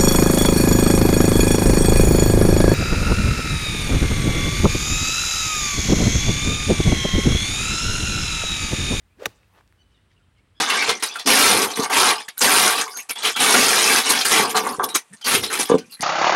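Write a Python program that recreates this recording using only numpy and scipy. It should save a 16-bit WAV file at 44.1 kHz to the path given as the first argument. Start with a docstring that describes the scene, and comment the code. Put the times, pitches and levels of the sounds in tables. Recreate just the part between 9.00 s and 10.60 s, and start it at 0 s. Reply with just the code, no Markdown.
"""An iron shot off the grass

Vortex shedding makes the shaft whistle, higher as it speeds up. The impact of face on ball excites
a crack and briefly ringing modes; the blade cuts the turf, thuds in the ground and sprays soil.
Clothes rustle by friction in the follow-through. Faint birds call over the low rumble of the open
course, and ground and trees scatter a soft echo of the shot and the birds."""
import sys
import numpy as np
from scipy import signal
from scipy.fft import rfft, irfft
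from scipy.io import wavfile

SR = 44100
rng = np.random.default_rng(int(sys.argv[2]) if len(sys.argv) > 2 else 0)


def store_pcm(level_fs):
    """Save levels as 16-bit WAV."""
    pcm = np.round(np.clip(level_fs, -1, 1) * 32767).astype(np.int16)
    wavfile.write(sys.argv[1], SR, np.atleast_2d(pcm).T)


N = 70560
TIME = np.arange(N) / SR
FREQ = np.maximum(np.fft.rfftfreq(N, 1 / SR), 1)
CONTACT_S = 0.00046  # rise time of a sharp contact


def undb(db):
    """Amplitude ratio of a level in decibels."""
    return 10 ** (np.asarray(db) / 20)


def unit(x):
    """Normalisation to rms 1."""
    return x / np.sqrt(np.mean(x ** 2))


def shaped(gain):
    """Spectral shaping: white noise weighted by a gain per frequency, at rms 1."""
    return unit(irfft(rfft(rng.standard_normal(N)) * gain, N))


def noise(spectrum):
    """Broadband noise through (frequency, relative level) points, cut steeply below the first."""
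    hz, db = np.array(spectrum).T
    low_cut = np.minimum(FREQ / hz[0], 1) ** 10
    return shaped(undb(np.interp(np.log(FREQ), np.log(hz), db)) * low_cut)


def band(hz, width_hz):
    """Band-pass noise with steep sides."""
    detuning = (FREQ - hz ** 2 / FREQ) / width_hz
    return shaped(1 / np.sqrt(1 + detuning ** 6))


def walk(rate_hz):
    """Low-pass noise: a smooth random fluctuation."""
    return shaped(np.exp(-(FREQ / rate_hz) ** 2))


def grains(rate_hz, spread_db):
    """Log-normal amplitude modulation, heard as a grainy texture."""
    return unit(undb(spread_db * walk(rate_hz)))


def burst(start, attack, t60, hold=0):
    """Transient envelope: quadratic attack, hold and exponential decay, all in seconds."""
    t = TIME - start
    decay = np.exp(-np.log(1000) * np.maximum(t - attack - hold, 0) / t60)
    return np.clip(t / attack, 0, 1) ** 2 * decay


def swell(peak, rise, fall):
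    """Gaussian envelope; rise and fall are standard deviations in seconds."""
    t = TIME - peak
    return np.exp(-0.5 * (t / np.where(t < 0, rise, fall)) ** 2)


def ring(start, modes):
    """Impulse response: a sum of damped modes of alternating sign."""
    t = np.maximum(TIME - start, 0)
    return sum((-1) ** k * undb(db) * np.sin(2 * np.pi * hz * t) * np.exp(-np.log(1000) * t / t60)
               for k, (hz, db, t60) in enumerate(modes))


# modes of ball and club head (frequency [Hz], level [dB], decay time T60 [s])
IMPACT_MODES = [(643.5, -26, 0.038), (846, -28.5, 0.048), (1168, -23.5, 0.033), (1450, -20, 0.013),
                (1844, -10.5, 0.0098), (2514, -11.5, 0.0084), (2880, -14, 0.0094), (3670, -13, 0.011),
                (5940, -22.5, 0.018), (7060, -27, 0.0067), (10160, -31, 0.02), (11170, -47, 0.013),
                (14100, -19.5, 0.0045)]
def strike(start=0.2572):
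    """Impact excitation: the brief contact of face and ball gives a crack and a short modal ring."""
    onset = np.clip((TIME - start) / CONTACT_S, 0, 1)
    crack = undb(-21) * band(7610, width_hz=15220) * burst(start - CONTACT_S, CONTACT_S, t60=0.0037)
    return onset * ring(start, IMPACT_MODES) + crack


# whistle of the shaft (time [s], frequency [Hz], level [dB])
SHAFT_TONE = [(0.171, 200.4, -62.5), (0.185, 272, -57), (.196, 367, -47), (0.203, 427, -50.5),
              (0.215, 464, -37.5), (0.218, 474, -45.5), (.225, 521, -28), (0.232, 524, -57.5),
              (0.246, 526, -30), (0.248, 528, -47.5), (0.257, 573, -34.5), (0.273, 430, -38.5),
              (0.278, 400, -72.5), (.32, 353, -75.5)]
# spectrum of air torn by the club head (frequency [Hz], relative level [dB])
AIR_SPECTRUM = [(150, -26.5), (400, 4.5), (750, -2.5), (1000, -2), (1400, -2.5), (2600, -8.5),
                (4500, -15.5), (7500, -20), (10000, -26.5), (16000, -29.5)]
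def swoosh(roughness=0.47, width_hz=112):
    """Aeolian tone: the shaft sheds vortices at a rate that follows its speed; the head adds a rush."""
    times, hz, db = np.array(SHAFT_TONE).T
    phase = 2 * np.pi * np.cumsum(np.interp(TIME, times, hz)) / SR
    sidebands = walk(width_hz) * np.sin(phase) + walk(width_hz) * np.cos(phase)
    envelope = undb(np.interp(TIME, times, db, left=-np.inf, right=-np.inf))
    whistle = unit(np.sin(phase) + roughness * sidebands) * envelope
    rush = undb(-43) * noise(AIR_SPECTRUM) * grains(rate_hz=160, spread_db=2)
    return whistle + rush * swell(0.2435, rise=0.029, fall=0.02)


# spectrum of the blade cutting turf (frequency [Hz], relative level [dB])
TURF_SPECTRUM = [(120, 3.5), (320, -6), (680, 4.5), (1000, -10.5), (1300, 3.5), (2500, -10), (5100, -11),
                 (6000, -4.5), (8500, -14.5), (12000, -20), (16000, -24)]
# blows of the club and the front foot on the ground (time [s], gain [dB])
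GROUND_BLOWS = [(0.2642, 0.5), (0.282, -16.5)]
# modes of a thud (frequency [Hz], level [dB], decay time T60 [s])
GROUND_MODES = [(74, -42.5, 0.1), (107.8, -40.5, 0.13), (200.7, -29.5, 0.038), (430, -30.5, 0.021)]
def divot():
    """Fracture and impact: tearing grass gives a noise burst, and blows excite low, damped modes."""
    cut = undb(-25) * noise(TURF_SPECTRUM) * burst(0.2535, attack=0.0039, hold=0.007, t60=0.016)
    return cut + sum(undb(db) * ring(start, GROUND_MODES) for start, db in GROUND_BLOWS)


# spectrum of flying soil and grass (frequency [Hz], relative level [dB])
SPRAY_SPECTRUM = [(100, 0.5), (330, 4), (600, -6), (1500, -11.5), (2700, -10.5), (5000, -13), (7500, -16.5),
                  (11000, -21), (16000, -22)]
# spectrum of torn grass drifting down (frequency [Hz], relative level [dB])
GRASS_SPECTRUM = [(400, 16.5), (1200, 11), (3000, -1.5), (4500, 7), (7000, -4), (10000, -10), (16000, -22)]
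def debris(start=0.2513):
    """Granular noise: the many tiny contacts of soil, grass and crumbs merge into hiss and patter."""
    spray = undb(-52) * noise(SPRAY_SPECTRUM) * grains(rate_hz=310, spread_db=1.5)
    spray *= burst(start, attack=0.023, hold=0.018, t60=0.19)
    grass = undb(-64) * noise(GRASS_SPECTRUM) * burst(start, attack=0.04, t60=1)
    crumbs = undb(-70.5) * band(6600, width_hz=2700) * grains(rate_hz=500, spread_db=5)
    crumbs *= swell(0.366, rise=0.016, fall=0.016)
    return spray + grass + crumbs


# spectrum of the rustling shirt (frequency [Hz], relative level [dB])
SHIRT_SPECTRUM = [(150, -3), (400, -1), (700, -0.5), (1000, 4), (1600, -4.5), (3000, -11), (4500, -18),
                  (8000, -24), (12000, -29), (16000, -38)]
# folds snapping taut (time [s], level [dB])
FOLD_SNAPS = [(0.5497, -57.5), (0.5594, -56), (0.5793, -50.5), (0.5884, -54)]
def clothes():
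    """Friction noise: fabric rubs as the body turns, and folds snap under sudden tension."""
    shirt = undb(-55.5) * noise(SHIRT_SPECTRUM) * grains(rate_hz=320, spread_db=3)
    shirt *= swell(0.5887, rise=0.039, fall=0.02)
    swish = undb(-78) * band(9000, width_hz=18000) * swell(0.53, rise=0.69, fall=0.25)
    sleeves = undb(-75.5) * band(11900, width_hz=5950) * swell(0.55, rise=0.026, fall=0.026)
    fold_envelope = sum(undb(db) * burst(start, CONTACT_S, t60=0.011) for start, db in FOLD_SNAPS)
    return shirt + swish + sleeves + band(2160, width_hz=2360) * fold_envelope


# small contacts (time [s], knock level [dB], frequency [Hz], decay time T60 [s], snap level [dB])
SMALL_CONTACTS = [(0.4325, -46.5, 2220, 0.006, -72), (.481, -65, 2970, 0.0023, -56.5),
                  (0.61, -39, 1430, 0.0033, -66), (0.677, -41.5, 5470, 0.00061, -71),
                  (0.725, -44, 1950, 0.0035, -58.5)]
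def ticks():
    """Light impacts of shoes, grip and falling soil: each is one damped mode and a broadband snap."""
    out, white = np.zeros(N), rng.standard_normal(N)
    for start, knock_db, hz, t60, snap_db in SMALL_CONTACTS:
        out += ring(start, [(hz, knock_db, t60)])
        out += undb(snap_db) * white * burst(start, CONTACT_S, t60=0.0027)
    return out


def note(start, length, pitches, waver):
    """Frequency glide on a parabola through three pitches: sample indices, progress 0-1 and phase."""
    at = np.arange(int(start * SR), min(int((start + length) * SR), N))
    progress = (at / SR - start) / length
    hz = np.polyval(np.polyfit([0, 0.5, 1], pitches, 2), progress) * waver[at]
    return at, progress, 2 * np.pi * np.cumsum(hz) / SR


# whistled notes (time [s], duration [s], start [Hz], middle [Hz], end [Hz], level [dB])
WHISTLED_NOTES = [(0.084, 0.075, 2064, 2430, 2690, -67.5), (0.297, 0.17, 2640, 2592, 2670, -72.5),
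                  (0.425, 0.026, 2726, 2650, 2713, -60.5), (0.535, 0.02, 2620, 2630, 2780, -61.5),
                  (0.906, 0.047, 2937, 3035, 2697, -65.5), (.932, 0.054, 4150, 3640, 3470, -64.5),
                  (0.936, 0.072, 3000, 2870, 2820, -67.5), (0.973, 0.032, 1846, 1916, 1900, -66.5),
                  (1.097, 0.025, 3020, 3290, 3530, -68.5), (1.105, 0.022, 2350, 1926, 1940, -61.5),
                  (1.157, 0.039, 2770, 2840, 2620, -61), (1.188, 0.047, 1687, 1410, 1530, -65),
                  (1.213, 0.043, 2880, 3070, 3090, -70), (1.349, 0.06, 3250, 2880, 2600, -65.5),
                  (1.367, 0.05, 2154, 2200, 2400, -62), (1.511, 0.031, 2244, 2237, 2200, -68)]
def bird_whistles(waver, rasp, roughness=0.36):
    """Noise modulation: random sidebands make each thin, gliding tone a little hoarse."""
    out = np.zeros(N)
    for start, length, *pitches, db in WHISTLED_NOTES:
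        at, progress, phase = note(start, length, pitches, waver)
        tone = np.imag((1 - roughness + roughness * rasp[at]) * np.exp(1j * phase))
        out[at] += undb(db) * np.sin(np.pi * progress) * tone
    return out


# nasal notes (time [s], duration [s], start [Hz], middle [Hz], end [Hz], level [dB], roughness [0-1])
NASAL_NOTES = [(0.775, 0.054, 1482, 1492, 1500, -59.5, 0.2), (0.824, .012, 1980, 2000, 2000, -59, .2),
               (1.543, 0.059, 1560, 1697, 1634, -56.5, 0.63)]
# response of the bird's throat (frequency [Hz], gain [dB])
THROAT_RESPONSE = [(1500, -13.5), (2000, -27), (3000, 0.5), (3500, -4), (4500, -9), (6000, -11),
                   (6700, -27.5)]
def bird_calls(waver, rasp, brightening=0.45):
    """Source and filter: the throat weights four harmonics; the upper ones enter as the bird pushes."""
    out, flutter = np.zeros(N), 0.37 * walk(rate_hz=220)
    throat_hz, throat_db = np.array(THROAT_RESPONSE).T
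    for start, length, *pitches, db, roughness in NASAL_NOTES:
        at, progress, phase = note(start, length, pitches, waver)
        effort = np.interp(progress, [0, 0.83, 1], [0, 1, 0])  # swells, then breaks off
        phase += roughness * flutter[at]
        voice = 0
        for k in range(1, 5):
            throat_gain = undb(np.interp(k * pitches[1], throat_hz, throat_db))
            voice += throat_gain * effort ** (brightening * k) * np.exp(1j * k * phase)
        out[at] += undb(db) * np.imag((1 + roughness * rasp[at]) * voice)
    return out


# rasps of farther birds (peak time [s], standard deviation [s], level [dB])
FAR_RASPS = [(0.947, 0.034, -73.5), (1.121, 0.012, -69.5), (1.193, 0.022, -80.5), (1.39, 0.016, -76)]
def bird_chatter():
    """Amplitude-modulated noise: farther birds blur into short, hoarse rasps."""
    envelope = sum(undb(db) * swell(peak, spread, spread) for peak, spread, db in FAR_RASPS)
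    return envelope * band(3410, width_hz=3400) * grains(rate_hz=210, spread_db=3.5)


def birds(rasp_hz=220):
    """Jitter and shimmer: whistles and calls fluctuate in pitch and amplitude over the far chatter."""
    waver = 1 + 0.012 * walk(rasp_hz)
    rasp = walk(rasp_hz) + 1j * walk(rasp_hz)
    return bird_whistles(waver, rasp) + bird_calls(waver, rasp) + bird_chatter()


def echo(x):
    """Diffuse scattering from ground and trees: convolution with a decaying noise of unit energy."""
    tail = band(1800, width_hz=5400) * burst(0, attack=0.005, t60=1)
    return signal.fftconvolve(x, tail / np.sqrt(np.sum(tail ** 2)))[:N]


# spectrum of the open air (frequency [Hz], relative level [dB])
AMBIENT_SPECTRUM = [(42, -2), (52, 1), (70, -6), (120, -4), (145, -12), (175, -9.5), (210, -12.5),
                    (300, -15.5), (450, -20), (750, -24), (1400, -22), (2300, -26), (3200, -27.5),
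                    (4500, -33.5), (6500, -39.5), (10000, -41), (12000, -48), (16000, -47)]
def course():
    """Stationary noise: a low outdoor hush, a thin band of insects and the drone of a far engine."""
    hush = undb(-62) * noise(AMBIENT_SPECTRUM)
    insects = undb(-84.5) * band(8600, width_hz=2600)
    engine = undb(-67.5) * band(92.1, width_hz=14)
    return hush + insects + engine


def scene():
    """Superposition: direct sound, echo and background add in one channel."""
    shot = strike() + swoosh() + divot() + debris()
    song = birds()
    scattered = echo(undb(-39.5) * shot + undb(-14) * song)
    return (shot + clothes() + ticks() + song + scattered + course())[None]


def record(dry, low_hz=29, top_hz=15900):
    """Band limiting: a gentle high-pass thins the deepest bass and a steep low-pass cuts the top."""
    high_pass = signal.butter(2, low_hz, "high", fs=SR, output="sos")
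    low_pass = signal.ellip(10, 0.2, 80, top_hz, fs=SR, output="sos")
    return signal.sosfilt(low_pass, signal.sosfilt(high_pass, dry))


dry = scene()
out = record(dry)
store_pcm(out)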